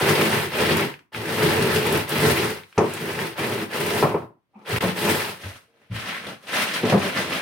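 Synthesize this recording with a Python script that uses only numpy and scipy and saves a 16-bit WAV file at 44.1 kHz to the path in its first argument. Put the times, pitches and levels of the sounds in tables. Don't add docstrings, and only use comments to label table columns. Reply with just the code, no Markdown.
import sys
import numpy as np
from scipy import signal
from scipy.fft import rfft, irfft
from scipy.io import wavfile
from scipy.ndimage import uniform_filter1d

SR = 44100
rng = np.random.default_rng(int(sys.argv[2]) if len(sys.argv) > 2 else 0)


def inscribe(sig):
    pcm = np.round(np.clip(np.atleast_2d(sig).T, -1, 1) * 32767)
    wavfile.write(sys.argv[1], SR, pcm.astype(np.int16))


N = 326781
T = np.arange(N) / SR

# start, length, speeding up and slowing down in seconds, then relative
# crunch level, swell over the stroke, and offsets for splinters and for rumble, all in dB.
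PIN_STROKES = [(-0.033, 0.56, 0.02, 0.13, -26, -2.5, -8, 2), (0.489, 0.48, 0.14, 0.21, -26.5, -6, -10, 2.5),
               (1.117, 0.47, 0.044, 0.15, -30, 22, -8.5, 2), (1.47, 0.61, 0.086, 0.12, -29, 4.5, -8, 3),
               (2.042, 0.62, 0.15, 0.44, -25, 8, -6, 4), (2.736, 0.65, 0.11, 0.18, -36, 12, -7.5, 2.5),
               (3.35, 0.35, 0.16, 0.097, -31.5, -10, -9, 5.5), (3.682, 0.41, 0.09, 0.11, -30, 2.5, -6.5, 2),
               (4.059, 0.23, 0.024, 0.066, -51, -29, -9, 4.5),
               (4.645, 0.32, 0.067, 0.1, -30, 3, -8.5, -0.5),
               (4.927, 0.49, 0.089, 0.42, -24.5, 13, -5, 1.5)]
# time in seconds, boost in dB.
COLLAPSES = [(0.097, 4), (0.336, 3), (1.146, 4), (1.72, 5.5), (1.755, 4), (1.962, 3), (2.161, -0.5),
             (3.385, 6.5), (3.515, -1), (4.775, -0.5), (5.098, 4.5)]
# frequency in Hz, level in dB.
CRUNCH_SPECTRUM = [(290, -15.5), (500, 0), (668, -8.5), (843, -2.5), (919, -0.5), (1050, -6.5), (2100, -5),
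                   (2650, -7.5), (3750, -13.5), (4660, -15.5), (7310, -27), (8090, -18), (9770, -23.5),
                   (15100, -23), (16000, -40)]
# frequency in Hz,
# level in dB, t60 in seconds.
COUNTER_MODES = [(88, -15.5, 0.21), (112, -10, 0.16), (141, -8.5, .18), (160.3, -5.5, 0.15),
                 (205.8, -7.5, 0.14), (239.2, -8, 0.14), (331, -6.5, 0.18), (364, -10, 0.17),
                 (392, -2.5, .13), (433.2, -1.5, 0.18), (495.5, -15, 0.17), (587, -9.5, 0.1),
                 (692, -12.5, .2), (809, -17, 0.1), (875, -22, .1), (938, -6, 0.16), (1220, -19, .1),
                 (2270, -16, .12)]
# frequency in Hz, level in dB.
BOARD_SPECTRUM = [(30, -21.5), (60, -17), (110, 10.5), (280, 0.5), (420, 10), (650, 6.5), (1100, 7),
                  (1550, -3.5), (2500, -3.5), (6000, -22), (16000, -12)]
# start in seconds, relative level in dB, pitch in Hz.
SNAPS = [(0.231, -27, 11000), (.77, -12, 11000), (0.94, -22, 2130), (.992, -35, 2500), (1.133, -29, 3200),
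         (1.147, -14, 2000), (1.625, -15, 9100), (1.926, -13, 11000), (1.974, -15, 10000),
         (2.093, -12.5, 10140), (2.104, -20, 11970), (2.635, -29.5, 2430), (2.727, -33, 1980),
         (2.778, -13, 1990), (2.781, -13.5, 5700), (2.937, -20, 8850), (3.19, -10.5, 1420),
         (4.011, -20, 5050), (4.66, -33, 2600), (4.717, -18, 2460), (4.762, -11, 2490),
         (6.074, -21.5, 2300)]
# start in seconds, relative level in dB, pitch in Hz,
# t60 in seconds.
BUMPS = [(1.154, -27, 110, 0.35), (4.027, -9, 144, 0.095), (4.55, -36.5, 208, 0.21),
         (4.724, 0.5, 117, 0.063), (4.822, -18.5, 181.6, 0.43), (5.435, -13.5, 97, 0.14),
         (5.536, -29, 113, 0.086), (5.676, -62, 461, 0.91), (5.896, -15, 111.4, 0.25),
         (6.83, -8.5, 241, 0.13), (6.925, -4, 200.7, 0.17)]
# start in seconds, length in seconds, level in dB.
SCRAPES = [(2.615, 0.2, -81), (4.532, 0.144, -55.5)]
# peak, rise and fall in
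# seconds, then relative level and offsets for film rustle and for the tumbling heap, all in dB.
CRUMB_SLIDES = [(2.72, 0.17, 0.05, -63, -2.5, -12), (4.63, 0.061, 0.03, -67, -7, 12),
                (5.448, 0.056, 0.083, -40, -8.5, -4.5), (5.56, 0.062, 0.018, -54.5, -5, -0.5),
                (5.831, 0.12, 0.064, -64, -11.5, 0), (5.952, 0.023, 0.13, -35, -11, -11),
                (6.092, 0.056, 0.095, -31.5, -13.5, -18), (6.291, 0.058, 0.038, -36.5, -12.5, 0.5),
                (6.587, 0.063, 0.065, -22, -9.5, -9), (6.76, 0.084, 0.037, -27, -10.5, -20),
                (6.905, 0.078, 0.033, -27.5, -11.5, 2.5), (7.05, 0.08, 0.058, -27.5, -11, 2),
                (7.175, 0.035, 0.077, -25.5, -11, -2), (7.332, 0.041, 0.076, -27, -12, -2)]
# frequency in Hz, level in dB.
CRUMB_SPECTRUM = [(88, -20), (150, -26.5), (172, 1.5), (291, -7.5), (376, -8.5), (545, -4.5), (662, -9.5),
                  (1020, -5.5), (2100, -2.5), (5250, -10.5), (7320, -12.5), (9820, -12), (16000, -21)]
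# start in seconds, relative level in dB, contact cutoff in
# Hz, share of clear modes in dB, time between rebounds in seconds, change per rebound in dB.
PIN_KNOCKS = [(2.777, -8, 1930, 1.5, 0.03, -5.5), (4.0255, -8.5, 1600, -6.5, 0.018, -8),
              (4.1, -21, 1000, -9, 0.02, -1), (4.1427, -13.5, 1280, 0.5, 0.075, -16),
              (4.824, -19, 910, -29, 0.0068, -0.5), (6.834, -13.5, 604, -8, 0.0067, -3),
              (6.923, -9, 950, -8.5, 0.014, -3.5)]
# frequency in Hz, t60 in seconds, level against the direct sound
# in dB, likeness of left and right from 0 to 1.
KITCHEN_REVERB = [(100, 0.15, -7, .85), (252, .35, -6, 0.7), (480, 0.24, -5.5, 0.1), (1030, 0.33, 0, 0),
                  (3000, 0.21, 4.5, 0), (14000, 0.27, 18, 0)]
# frequency in Hz, level in dB.
HUSH_SPECTRUM = [(24, -39), (40, -9), (104, 0), (220, -1), (329, -12), (2260, -16), (5310, -29),
                 (16000, -33)]


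def undb(db):
    return 10 ** (np.asarray(db) / 20)


def band(x, lo_hz, hi_hz, order=2):
    edges = [lo_hz, min(hi_hz, SR / 2 - 1000)]
    return signal.sosfilt(signal.butter(order, edges, "band", fs=SR, output="sos"), x + 1e-18)


def soften(x, hz, order=2):
    return signal.sosfilt(signal.butter(order, hz, fs=SR, output="sos"), x + 1e-18)


def unit(x, lo_hz, hi_hz):
    return x / band(x, lo_hz, hi_hz, order=3).std()


def ring(x, response):
    return signal.oaconvolve(x, response)[:N]


def decay(t, t60):
    return np.exp(-np.log(1000) * t / t60)


def colour(x, points, size=4096):
    hz, db = np.transpose(points)
    bin_hz = np.arange(size // 2 + 1) * SR / size
    gain = undb(np.interp(np.log(bin_hz + 1), np.log(hz), db))
    cepstrum = irfft(np.log(gain))
    cepstrum[1:size // 2] *= 2
    cepstrum[size // 2 + 1:] = 0
    return signal.oaconvolve(x, irfft(np.exp(rfft(cepstrum))))[:len(x)]


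def wander(hz):
    return np.interp(T * hz, np.arange(N), rng.standard_normal(N))


def fractures(per_s, spread_db, bunch_db=0, bunch_hz=0):
    timing, size, polarity = rng.random((3, N))
    sizes = undb(spread_db * np.minimum(-np.log(size), np.pi * 1.5))
    bunches = undb(bunch_db * wander(bunch_hz))
    pulses = (timing < per_s / SR) * sizes * bunches * np.sign(polarity - .5)
    return pulses / np.sqrt(uniform_filter1d(pulses ** 2, size=3500) + 1e-9)


def crackle(pulses):
    octaves_hz = SR / 2 ** np.arange(2, 10)
    return sum(band(pulses * rng.standard_normal(N), hz, 2 * hz) for hz in octaves_hz)


def grains(pulses, spectrum, body, fine, split_hz):
    brittle = colour(crackle(pulses), spectrum)
    coarse = soften(brittle, split_hz, order=3)
    fizz = signal.sosfilt(signal.butter(3, split_hz, "high", fs=SR, output="sos"), brittle)
    return body * unit(coarse, 1600, 5000) + fine * unit(fizz, 6000, 16000)


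def speed(start, length, up_s, down_s):
    up = np.clip((T - start) / up_s, 0, 1)
    down = np.clip((start + length - T) / down_s, 0, 1)
    return np.sin(np.pi / 2 * up) * np.sin(np.pi / 2 * down) ** 2


def strokes(collapse_s=0.021):
    body, fine, weight = np.zeros((3, N))
    for start, length, up_s, down_s, db, swell_db, fine_db, rumble_db in PIN_STROKES:
        pace = speed(start, length, up_s, down_s)
        bed = undb(db + swell_db * np.clip((T - start) / length - .5, -.5, .5))
        body += bed * pace
        fine += bed * undb(fine_db) * pace ** 1.14
        weight += bed * undb(rumble_db) * pace ** 1.5
    surge_db = sum(db * np.exp(-((T - s) / collapse_s) ** 2) for s, db in COLLAPSES)
    lumps = wander(hz=29.57)
    lump_db = lumps / lumps.std()
    breaking = undb(surge_db + lump_db)
    return body * breaking, fine * breaking, weight * undb(surge_db + 2.53 * lump_db)


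def counter_modes():
    t = T[:SR // 2]
    modes = sum((-1) ** k * undb(db) * np.sin(2 * np.pi * hz * t) * decay(t, t60)
                for k, (hz, db, t60) in enumerate(COUNTER_MODES))
    return modes / np.linalg.norm(modes)


def rolling(body, fine, weight):
    pulses = fractures(per_s=4500, spread_db=3.5)
    crunch = grains(pulses, CRUNCH_SPECTRUM, body, fine, split_hz=5300)
    push = band(soften(pulses, 470), 66, 5000)
    modes = counter_modes()
    rumble = ring(push * weight, modes) / ring(push, modes).std()
    board = colour(soften(crackle(pulses), 500), BOARD_SPECTRUM)
    grind = weight * unit(board, 80, 690)
    return undb(-1.92) * crunch + undb(0.06) * rumble + undb(-16.5) * grind


def crinkle(fine):
    buckles = fractures(per_s=150, spread_db=1, bunch_db=3, bunch_hz=29.9)
    ticks = band(crackle(buckles), 6500, 18000)
    return undb(-8) * fine * ticks / ticks.std()


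def snaps(t60=0.0066, band_ratio=1.36):
    out, t = np.zeros(N + SR), T[:SR // 10]
    for s, db, hz in SNAPS:
        burst = band(rng.standard_normal(len(t)) * decay(t, t60), hz / band_ratio, hz * band_ratio)
        out[int(s * SR):][:len(t)] += undb(db - 11.5) * burst / burst[:SR // 500].std()
    return out[:N]


def bumps(thud_db=-10, rise_cycles=2.64):
    out, t = np.zeros(N + SR), T[:SR // 2]
    for s, db, hz, t60 in BUMPS:
        thud = band(rng.standard_normal(len(t)), 0.66 * hz, 1.68 * hz)
        wave = np.sin(2 * np.pi * hz * t) + undb(thud_db) * thud / thud.std()
        rise = 1 - np.exp(-(t * hz / rise_cycles) ** 2)
        out[int(s * SR):][:len(t)] += undb(db) * wave * decay(t, t60) * rise
    return out[:N]


def scrape(fade_s=0.018):
    rub = crackle(fractures(per_s=4000, spread_db=2.5, bunch_db=1.5, bunch_hz=60))
    hollow = band(rub, 1150, 1190) + undb(-5) * band(rub, 740, 1000) + undb(-14) * band(rub, 2300, 2500)
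    sliding = sum(undb(db) * speed(start, length, fade_s, fade_s) for start, length, db in SCRAPES)
    return sliding * hollow / hollow.std()


def sliding_crumbs(roundness=1.33):
    power = np.zeros((3, N))
    for s, rise_s, fall_s, db, film_db, heap_db in CRUMB_SLIDES:
        from_peak = abs(T - s) / np.where(T < s, rise_s, fall_s)
        flow = np.exp(-from_peak ** roundness)
        power += (undb([[db], [db + film_db], [db + heap_db]]) * flow) ** 2
    body, film, tumble = np.sqrt(power)
    pulses = fractures(per_s=7000, spread_db=4.5, bunch_db=1.1, bunch_hz=78.7)
    heap = tumble * unit(band(crackle(pulses), 99.5, 670), 81.4, 600)
    patter = grains(pulses, CRUMB_SPECTRUM, body, undb(0.5) * film, split_hz=3880)
    return undb(-1) * patter + undb(-1.5) * heap


def knocks(board_t60=0.17, contacts=4, softening=0.83):
    out, t, modes = np.zeros(N + SR), T[:SR // 2], counter_modes()
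    for s, db, cutoff_hz, ring_db, gap_s, step_db in PIN_KNOCKS:
        for k in range(contacts):
            board = colour(rng.standard_normal(len(t)) * decay(t, board_t60), BOARD_SPECTRUM)
            blow = undb(ring_db) * modes + board / np.linalg.norm(board)
            contact = soften(blow / blow[:SR // 50].std(), cutoff_hz * softening ** k)
            out[int((s + k * gap_s) * SR):][:len(t)] += undb(db + k * step_db - 5.5) * contact
    return out[:N]


def nearby(x, echo_db=-3, t60=0.11):
    t = T[:SR // 10]
    echoes = band(rng.standard_normal((2, len(t))) * decay(t, t60), 840, 24000)
    return np.array([x + undb(echo_db) * ring(x, echo / np.linalg.norm(echo)) for echo in echoes])


def linger(power, t60):
    keep = decay(2 / SR, t60)
    return signal.lfilter([1 - keep], [1, -keep], power)


def kitchen(x, early_share=0.45, early_t60=0.078):
    out, sides = nearby(x), np.array([[1], [-1]])
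    hz, *columns = np.transpose(KITCHEN_REVERB)
    edges = np.geomspace(70, 17000, num=25)
    for lo, hi in zip(edges, edges[1:]):
        t60, wet_db, alike = (np.interp(np.log(lo * hi) / 2, np.log(hz), c) for c in columns)
        power = band(x, lo, hi, order=4) ** 2
        energy = early_share * linger(power, early_t60) + (1 - early_share) * linger(power, t60)
        mid, side = band(rng.standard_normal((2, N)), lo, hi, order=4)
        diffuse = np.sqrt((1 + alike) / 2) * mid + np.sqrt((1 - alike) / 2) * side * sides
        out += undb(wet_db) * np.sqrt(energy) * diffuse / mid.std()
    trim = [(f, -10 * np.log10(1 + undb(db) ** 2 * (1 + alike) / 2))
            for f, _, db, alike in KITCHEN_REVERB]
    return np.array([colour(channel, trim) for channel in out])


def room_tone(db=-77):
    hush = np.array([colour(rng.standard_normal(N), HUSH_SPECTRUM) for _ in range(2)])
    return undb(db) * hush / hush.std()


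def scene():
    body, fine, weight = strokes()
    blows = knocks() + bumps()
    ticks = snaps() + crinkle(fine)
    scattered = rolling(body, fine, weight) + sliding_crumbs() + scrape() + undb(-2.5) * (blows + ticks)
    straight = undb(-7.5) * blows + undb(-5) * ticks
    balance = undb([[.45], [-.45]])
    return (kitchen(scattered) + straight) * balance + room_tone()


def record(dry, notch_hz=7300, notch_share=0.51, dip_at_s=4.797, dip_length_s=0.019, dip_db=-19):
    notched = signal.lfilter(*signal.iirnotch(notch_hz, Q=7, fs=SR), dry)
    heard = dry + notch_share * (notched - dry)
    in_dip = 1. * (abs(T - dip_at_s) < dip_length_s / 2)
    dip = undb(dip_db * uniform_filter1d(in_dip, size=200))
    top_cut = signal.ellip(10, .2, 80, 15900, fs=SR, output="sos")
    return signal.sosfilt(top_cut, heard * dip)


dry = scene()
out = record(dry)
inscribe(out)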